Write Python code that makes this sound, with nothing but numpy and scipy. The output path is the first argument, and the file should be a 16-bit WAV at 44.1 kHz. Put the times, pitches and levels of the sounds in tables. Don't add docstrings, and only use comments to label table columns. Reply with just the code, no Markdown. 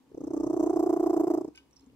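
import sys
import numpy as np
from scipy import signal
from scipy.fft import rfft, irfft, next_fast_len
from scipy.io import wavfile
from scipy.ndimage import uniform_filter1d

SR = 44100
rng = np.random.default_rng(int(sys.argv[2]) if len(sys.argv) > 2 else 0)


def master_out(mix):
    frames = np.transpose(np.atleast_2d(mix))
    ceiling = np.clip(frames, -1, 1)
    pcm = np.round(ceiling * 32767).astype(np.int16)
    wavfile.write(sys.argv[1], SR, pcm)


def volts_from_db(level):
    exponent = np.asarray(level, float) / 20
    return 10 ** exponent


N = 85995


def evened(x):
    return x / np.sqrt(np.mean(x ** 2) + 1e-20)


def read_log_hz(points, hz):
    f, value = np.transpose(points)
    return np.interp(np.log(hz + 1), np.log(f + 1), value)


def over_time(points):
    return np.interp(np.arange(N) / SR, *np.transpose(points))


def add(mix, start_s, sound):
    part = mix[round(start_s * SR):][:len(sound)]
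    part += sound[:len(part)]


def resonate(x, hz, width_hz):
    turn = np.exp(2j * np.pi * np.cumsum(hz * np.ones(len(x))) / SR)
    r = np.exp(-np.pi * width_hz / SR)
    low = signal.lfilter([(1 - r) ** 2], [1, -2 * r, r * r], x / turn + 1e-18)
    return 2 * (turn * low).real


def ramp(t, ms):
    return np.sin(np.pi / 2 * np.clip(t / ms * 1000, 0, 1)) ** 2


# frequency in Hz, level in dB per Hz.
AIR_TONE = [(30, -21), (90, -10), (330, -1), (640, -16), (950, -9.5), (1450, -21), (4500, -25),
            (15700, -34)]
# frequency in Hz, correlation.
AIR_LIKENESS = [(60, 0.7), (240, 0.42), (950, 0.46), (3770, 0.1), (15000, 0.21)]
# frequency in Hz, level in dB, width in Hz.
MAINS_HUM = [(65.4, -73.5, 3.5), (133, -82, 11), (270.8, -70.5, 6.9)]
# time in seconds, level in dB.
DRAUGHT_LEVEL = [(0, -96), (0.201, -66), (0.268, -59.5), (0.478, -53.5), (.62, -57), (1.102, -59),
                 (1.449, -62), (1.55, -82), (1.95, -68.5)]


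def room_tone():
    frames, hz = N // 256 + 5, np.fft.rfftfreq(1024, 1 / SR)
    a, b, c, d, patches = rng.standard_normal((frames, 513, 5)).T
    patches = uniform_filter1d(patches, size=10, axis=0)
    patches = evened(uniform_filter1d(patches, size=10, axis=1))
    same = np.clip(read_log_hz(AIR_LIKENESS, hz), -1, 1)[:, None]
    left = a + 1j * b
    right = same * left + np.sqrt(1 - same ** 2) * (c + 1j * d)
    z = np.array([left, right]) * volts_from_db(read_log_hz(AIR_TONE, hz)[:, None] + 0.81 * patches)
    tone = volts_from_db(-67.5) * evened(signal.istft(z, nperseg=1024, noverlap=768)[1][:, :N])
    hum = sum(volts_from_db(db) * evened(resonate(rng.standard_normal(N), f, w)) for f, db, w in MAINS_HUM)

    def rumble(z):
        main = resonate(resonate(z, 55.6, 8.2), 55.6, 8.2)
        return evened(main + 0.065 * resonate(z, 48, 12) + 0.68 * resonate(z, 125.6, 33))

    mid, side = (rumble(z) for z in rng.standard_normal((2, N)))
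    stereo = mid * volts_from_db([[-.8], [.8]]) + 0.2 * side * [[1], [-1]]
    return tone + hum + volts_from_db(over_time(DRAUGHT_LEVEL)) * stereo


# delay in ms, level in dB, sign.
WALL_ECHOES = [
    (12.84, -33.5, 1),
    (19.89, -21.5, -1),
    (26.98, -22, 1),
]
# frequency in Hz, t60 in seconds.
ROOM_DECAY = [(100, 0.71), (400, 0.11), (1500, 0.43), (8000, 0.36)]


def room(x):
    near = np.zeros(N)
    for delay_ms, db, sign in WALL_ECHOES:
        add(near, delay_ms / 1000, sign * volts_from_db(db) * x.mean(0))
    near = signal.lfilter(*signal.butter(1, (296, 740), "band", fs=SR), near)
    taps = np.zeros((3, 16000))
    at = np.arange(300, 15980, 20) + rng.integers(0, 20, (3, 784))
    np.put_along_axis(taps, at, rng.choice([-1., 1.], at.shape), 1)
    hz, t, z = signal.stft(taps, SR, nperseg=256)
    tail = signal.istft(z * volts_from_db(-60 * t / read_log_hz(ROOM_DECAY, hz)[:, None]), SR, nperseg=256)[1]
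    tail = tail[0] + 1.2 * tail[1:]
    tail_db = -14
    return near + volts_from_db(tail_db) * signal.fftconvolve(x, tail / np.linalg.norm(tail[0]), axes=1)[:, :N]


# frequency in Hz, left minus right in dB.
PORT_LEVEL = [(60, -2.5), (92, 5.5), (140, -5.5), (210, 10), (330, -3.5), (500, 8), (770, -8), (1170, 7.5),
              (1790, -0.5), (2740, 2), (4190, 1), (6410, -6.5), (9810, 0), (15000, -0.5)]
# frequency in Hz, left lead in radians.
PORT_PHASE = [(0, 0), (690, 0.1963), (950, 0.98), (1380, 1.28), (2070, 1.16), (3620, 4.5), (4910, 9),
              (5340, 11), (7410, 10), (8960, 11), (10200, 11.5), (12100, 14.5), (13100, 6), (15200, 25.5)]


def ports(x):
    size = next_fast_len(N + 2048)
    hz = np.fft.rfftfreq(size, 1 / SR)
    half = volts_from_db(read_log_hz(PORT_LEVEL, hz) / 2) * np.exp(.5j * read_log_hz(PORT_PHASE, hz))
    return irfft(rfft(x, size) * np.array([half, 1 / half]), size)[:, :N]


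# time in seconds, level in dB.
INWARD_LEVEL = [
    (0, -70.5),
    (.1, -67),
    (.2, -100.5),
    (1.7, -80),
    (1.8, -71.5),
    (1.85, -60),
    (1.95, -63),
]
# frequency in Hz, width in Hz, level in dB.
CHEST_MODES = [(146, 13, -12), (260.4, 68, 5.5), (430, 120, -3)]


def inward():
    pulses_per_s = 30
    wander = evened(uniform_filter1d(rng.standard_normal(N), size=1200))
    turns = np.cumsum(pulses_per_s * (1 + 0.13 * wander)) / SR
    drive = np.exp(-(turns % 1) / 0.29) * rng.standard_normal(N)
    chest = sum(volts_from_db(db) * evened(resonate(drive, f, w)) for f, w, db in CHEST_MODES)
    return volts_from_db(over_time(INWARD_LEVEL)) * evened(chest)


# start in seconds, level in dB.
LIP_SMACKS = [
    (1.5485, -56),
    (1.5537, -52.5),
    (1.5752, -45),
    (1.5803, -68),
]
# frequency in Hz, level in dB, t60 in seconds.
MOUTH_MODES = [(973, -9, 0.13), (1247, -9.5, 0.12), (1546, 0.5, 0.14), (2290, 9, 0.06), (2524, 8, 0.061),
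               (2920, 11, 0.093), (3850, -10, 0.026), (4990, 15, 0.017), (6940, -3, 0.021),
               (7100, -23, .02)]
# start in seconds, level in dB.
SALIVA_TICKS = [(1.5502, -64), (1.555, -53.5), (1.5592, -48), (1.57, -56), (1.5775, -56), (1.5798, -67),
                (1.586, -56.5), (1.7103, -58), (1.7626, -66.5), (1.7965, -63), (1.8065, -64), (1.8096, -58),
                (1.843, -65)]
# start in seconds, level in dB, frequency in Hz, width in Hz.
TONGUE_LICKS = [(1.71, -76, 6500, 3500), (1.727, -53.5, 5700, 250), (1.738, -67, 3800, 250),
                (1.764, -48.5, 5490, 500), (1.76, -60, 5700, 1820), (2, -65.5, 6800, 1600),
                (0.88, -63.5, 7200, 1500), (1.769, -65, 4060, 250), (1.79, -61, 5100, 500),
                (1.794, -69, 4020, 300), (1.817, -66, 4260, 250), (1.86, -68, 6950, 1600),
                (1.895, -63, 2760, 250)]
# time in seconds, level in dB.
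WET_HISS = [(0, -110), (1.539, -100), (1.559, -68), (1.609, -73), (1.681, -110), (1.705, -103), (1.72, -92),
            (1.77, -83), (1.86, -86), (1.95, -94)]


def lips():
    out, t = np.zeros(N), np.arange(6000) / SR

    def noise(hz, width_hz):
        return evened(resonate(rng.standard_normal(len(t)), hz, width_hz))

    for (s, db), turns in zip(LIP_SMACKS, rng.random((len(LIP_SMACKS), len(MOUTH_MODES)))):
        ring = sum(volts_from_db(level - 60 * t / t60) * np.sin(2 * np.pi * (f * t + p))
                   for (f, level, t60), p in zip(MOUTH_MODES, turns))
        puff = volts_from_db(-60 * t / 0.066) * noise(5200, 2600)
        add(out, s, volts_from_db(db - 14.5) * ramp(t, 0.89) * (ring + 1.1 * puff))
    for (s, db), hz in zip(SALIVA_TICKS, rng.uniform(4900, 7500, len(SALIVA_TICKS))):
        add(out, s, volts_from_db(db - 60 * t / 0.0072) * noise(hz, 5100))
    for s, db, hz, w in TONGUE_LICKS:
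        add(out, s, volts_from_db(db - 60 * t / 0.047) * ramp(t, 2200 / w) * noise(hz, w))
    low, high = rng.standard_normal((2, N))
    hiss = evened(resonate(low, 3330, 850)) + 0.28 * evened(resonate(high, 8700, 3300))
    return out + volts_from_db(over_time(WET_HISS)) * hiss


# Hz before and Hz after the head turns, width in Hz,
# dB before, dB after, dB per dB of air.
NOSE_MODES = [(5440, 5210, 300, -9, -6, -.3), (6300, 6500, 1100, 0, -3, 0), (7450, 7500, 1100, -1, 0, .25),
              (8460, 8400, 700, -7, -6, .3), (12900, 12900, 1400, -8, -15, .35),
              (12000, 12000, 900, -20, -3, .7), (14500, 14200, 1800, -12, -11, .8),
              (10300, 10500, 2500, -11, -10, .6)]


def nose(air):
    t = np.arange(N) / SR
    turn_s, turn_length_s, same = .73, .14, .76
    turn = np.clip((t - turn_s) / turn_length_s + .5, 0, 1)
    flow_db = np.interp(t, *np.transpose(BREATH_EFFORT)[[0, 2]]) + 55

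    def colour(z):
        return sum(volts_from_db(d0 + (d1 - d0) * turn + lift * flow_db)
                   * resonate(z, f0 + (f1 - f0) * turn, w) * np.sqrt(1000 / w)
                   for f0, f1, w, d0, d1, lift in NOSE_MODES)

    mid, left, right = (colour(z) for z in air * rng.standard_normal((3, N)))
    hiss = same * mid + np.sqrt(1 - same ** 2) * np.array([left, right])
    return np.sqrt(np.mean(air ** 2)) * evened(hiss)


# start in seconds, open time in ms, level in dB, pitch in Hz.
OPENINGS = [(0.1156, 6.3, -42.2, 349), (0.1458, 6.0, -31.9, 354), (0.1752, 9.6, -29.0, 292),
            (0.2059, 12.3, -27.2, 271), (0.2371, 13.0, -24.5, 279), (0.2698, 12.9, -23.3, 295),
            (0.305, 10.1, -23.8, 317), (0.3345, 13.8, -20.8, 307), (0.3653, 15.6, -21.0, 296),
            (0.3998, 13.3, -20.5, 299), (0.4326, 14.2, -19.2, 305), (0.4646, 13.8, -19.7, 313),
            (0.4986, 13.4, -19.1, 320), (0.5305, 15.1, -19.5, 330), (0.5652, 13.1, -18.9, 334),
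            (0.5954, 16.2, -17.0, 317), (0.6276, 16.3, -16.4, 320), (0.662, 15.3, -17.7, 331),
            (0.6955, 15.0, -17.1, 341), (0.7303, 12.2, -19.2, 351), (0.7603, 15.4, -16.5, 335),
            (0.7934, 15.4, -16.4, 333), (0.827, 14.9, -17.0, 341), (0.8616, 15.0, -17.6, 348),
            (0.8936, 15.7, -16.0, 333), (0.9275, 15.5, -16.4, 335), (0.9635, 12.6, -17.3, 342),
            (0.9964, 14.8, -17.0, 337), (1.0286, 15.2, -16.9, 338), (1.0616, 15.2, -15.9, 335),
            (1.0958, 15.0, -16.6, 340), (1.131, 15.0, -16.6, 337), (1.1642, 15.4, -16.0, 331),
            (1.1973, 18.1, -16.0, 326), (1.2348, 12.7, -17.8, 341), (1.2701, 14.2, -17.6, 344),
            (1.3021, 15.7, -16.2, 324), (1.3375, 15.4, -16.8, 327), (1.3744, 12.9, -19.0, 326),
            (1.4093, 10.2, -22.2, 323), (1.4459, 7.6, -23.5, 320), (1.4783, 10.6, -28.4, 284)]
# time in seconds, effort in dB, air in dB.
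BREATH_EFFORT = [
    (.11, -38.5, -81),
    (.14, -36.5, -74),
    (.2, -28, -66.5),
    (0.44, -23, -60),
    (.61, -18, -55),
    (.9, -17, -56),
    (1.34, -16.5, -55),
    (1.44, -25, -62),
    (1.48, -31, -69),
]
# multiple of pitch, dB at full effort, dB gained per dB of effort,
# swell towards the closing, phase in radians.
FOLD_OVERTONES = [(1, 0, 0, 0, 0), (2, -8, .6, .1, -.55), (3, -24, .5, .2, 1.3), (4, -39, .6, .3, -2.),
                  (6, -52, 1.5, .3, 1.)]
# frequency in Hz, width in Hz, level in dB, dB per dB of effort.
THROAT_RASP = [(156, 45, -40.5, -1), (454, 148, -29.5, -0.94), (1093, 240, -33.5, 0.22),
               (2030, 620, -56.5, 8), (2775, 1300, -54.5, 2), (3970, 2700, -75, 10)]
# frequency in Hz, gain in dB.
HEAD_GAIN = [(60, -24.5), (205, -27), (265, -4.5), (310, 0), (440, 0.5), (515, -18.5), (590, -5.5),
             (800, 1)]


def purr():
    voice, rasp, air = np.zeros((3, N))
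    time_s, effort, flow = np.transpose(BREATH_EFFORT)
    rise_ms, stop_ms, snap_ms, linger_ms = 1.8, 1.87, 1.0, 2.4
    start_share, crest, glide, first_peak_rad = 0.69, 0.75, 0.1, 3.5
    flutter_ms, air_lead_ms = 8.8, .7
    for (start, ms, db, hz), chance in zip(OPENINGS, rng.standard_normal(len(OPENINGS))):
        usual_db, air_db = np.interp(start, time_s, effort), np.interp(start, time_s, flow)
        length = ms / 1000
        t = np.arange(0, length + linger_ms / 1000, 1 / SR)
        u = t / t[-1]
        gate = ramp(t, rise_ms) * ramp(length - t, stop_ms)
        late = ramp(t, snap_ms) * ramp(t[-1] - t, stop_ms + linger_ms)
        grow = start_share + (1 - start_share) * np.minimum(u / crest, 1)
        phase = 2 * np.pi * np.cumsum(hz * (1 + glide * (t - length / 2) / 0.016)) / SR
        bow = .8 * (2 * u - 1) ** 2 + .1 * (db + 17)
        buzz = 0
        for k, level, lift, swell, lag in FOLD_OVERTONES[1:]:
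            swelling = volts_from_db(level + lift * (db + 14.5)) * (1 - swell + 2 * swell * u)
            buzz = buzz + swelling * np.cos(k * (phase - first_peak_rad) + lag + bow)
        burst = volts_from_db(db) * (gate * grow * np.cos(phase - first_peak_rad) + 0.79 * late * buzz)
        add(voice, start, burst)
        add(voice, start + flutter_ms / 1000, -volts_from_db(-17 + 2.65 * (db + 15.5)) * burst)
        add(rasp, start, volts_from_db(db) * late)
        puffs = np.exp(.8 * (np.cos(phase - 2.1) - .5))
        puffs = puffs * ramp(t, 0.59) * ramp(length + 0.00033 - t, 2.1)
        add(air, start - air_lead_ms / 1000, volts_from_db(air_db + 1.1 * (db - usual_db) + 0.23 * chance) * puffs)
    voice = irfft(rfft(voice) * volts_from_db(read_log_hz(HEAD_GAIN, np.fft.rfftfreq(N, 1 / SR))), N)
    rasp += volts_from_db(-6.5) * uniform_filter1d(rasp, size=1500)
    air = air + volts_from_db(-8) * uniform_filter1d(air, size=1500)
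    effort_db = np.interp(np.arange(N) / SR, time_s, effort) + 17

    def throat():
        return sum(volts_from_db(db + lift * effort_db) * rasp * evened(resonate(rng.standard_normal(N), f, w))
                   for f, w, db, lift in THROAT_RASP)

    mid, left, right = throat(), throat(), throat()
    same = .88
    return voice + same * mid + np.sqrt(1 - same ** 2) * np.array([left, right]), air


def scene():
    voice, air = purr()
    cat = ports(voice + nose(air) + inward() + lips())
    return cat + room(cat) + room_tone()


def roll_off(x):
    return signal.sosfilt(signal.butter(12, 15710, fs=SR, output="sos"), x)


def record(dry):
    low_pass = signal.firwin(511, 15800, window=("kaiser", 9), fs=SR)
    mix = signal.oaconvolve(dry, low_pass[None], "same")
    return roll_off(mix)


dry = scene()
out = record(dry)
master_out(out)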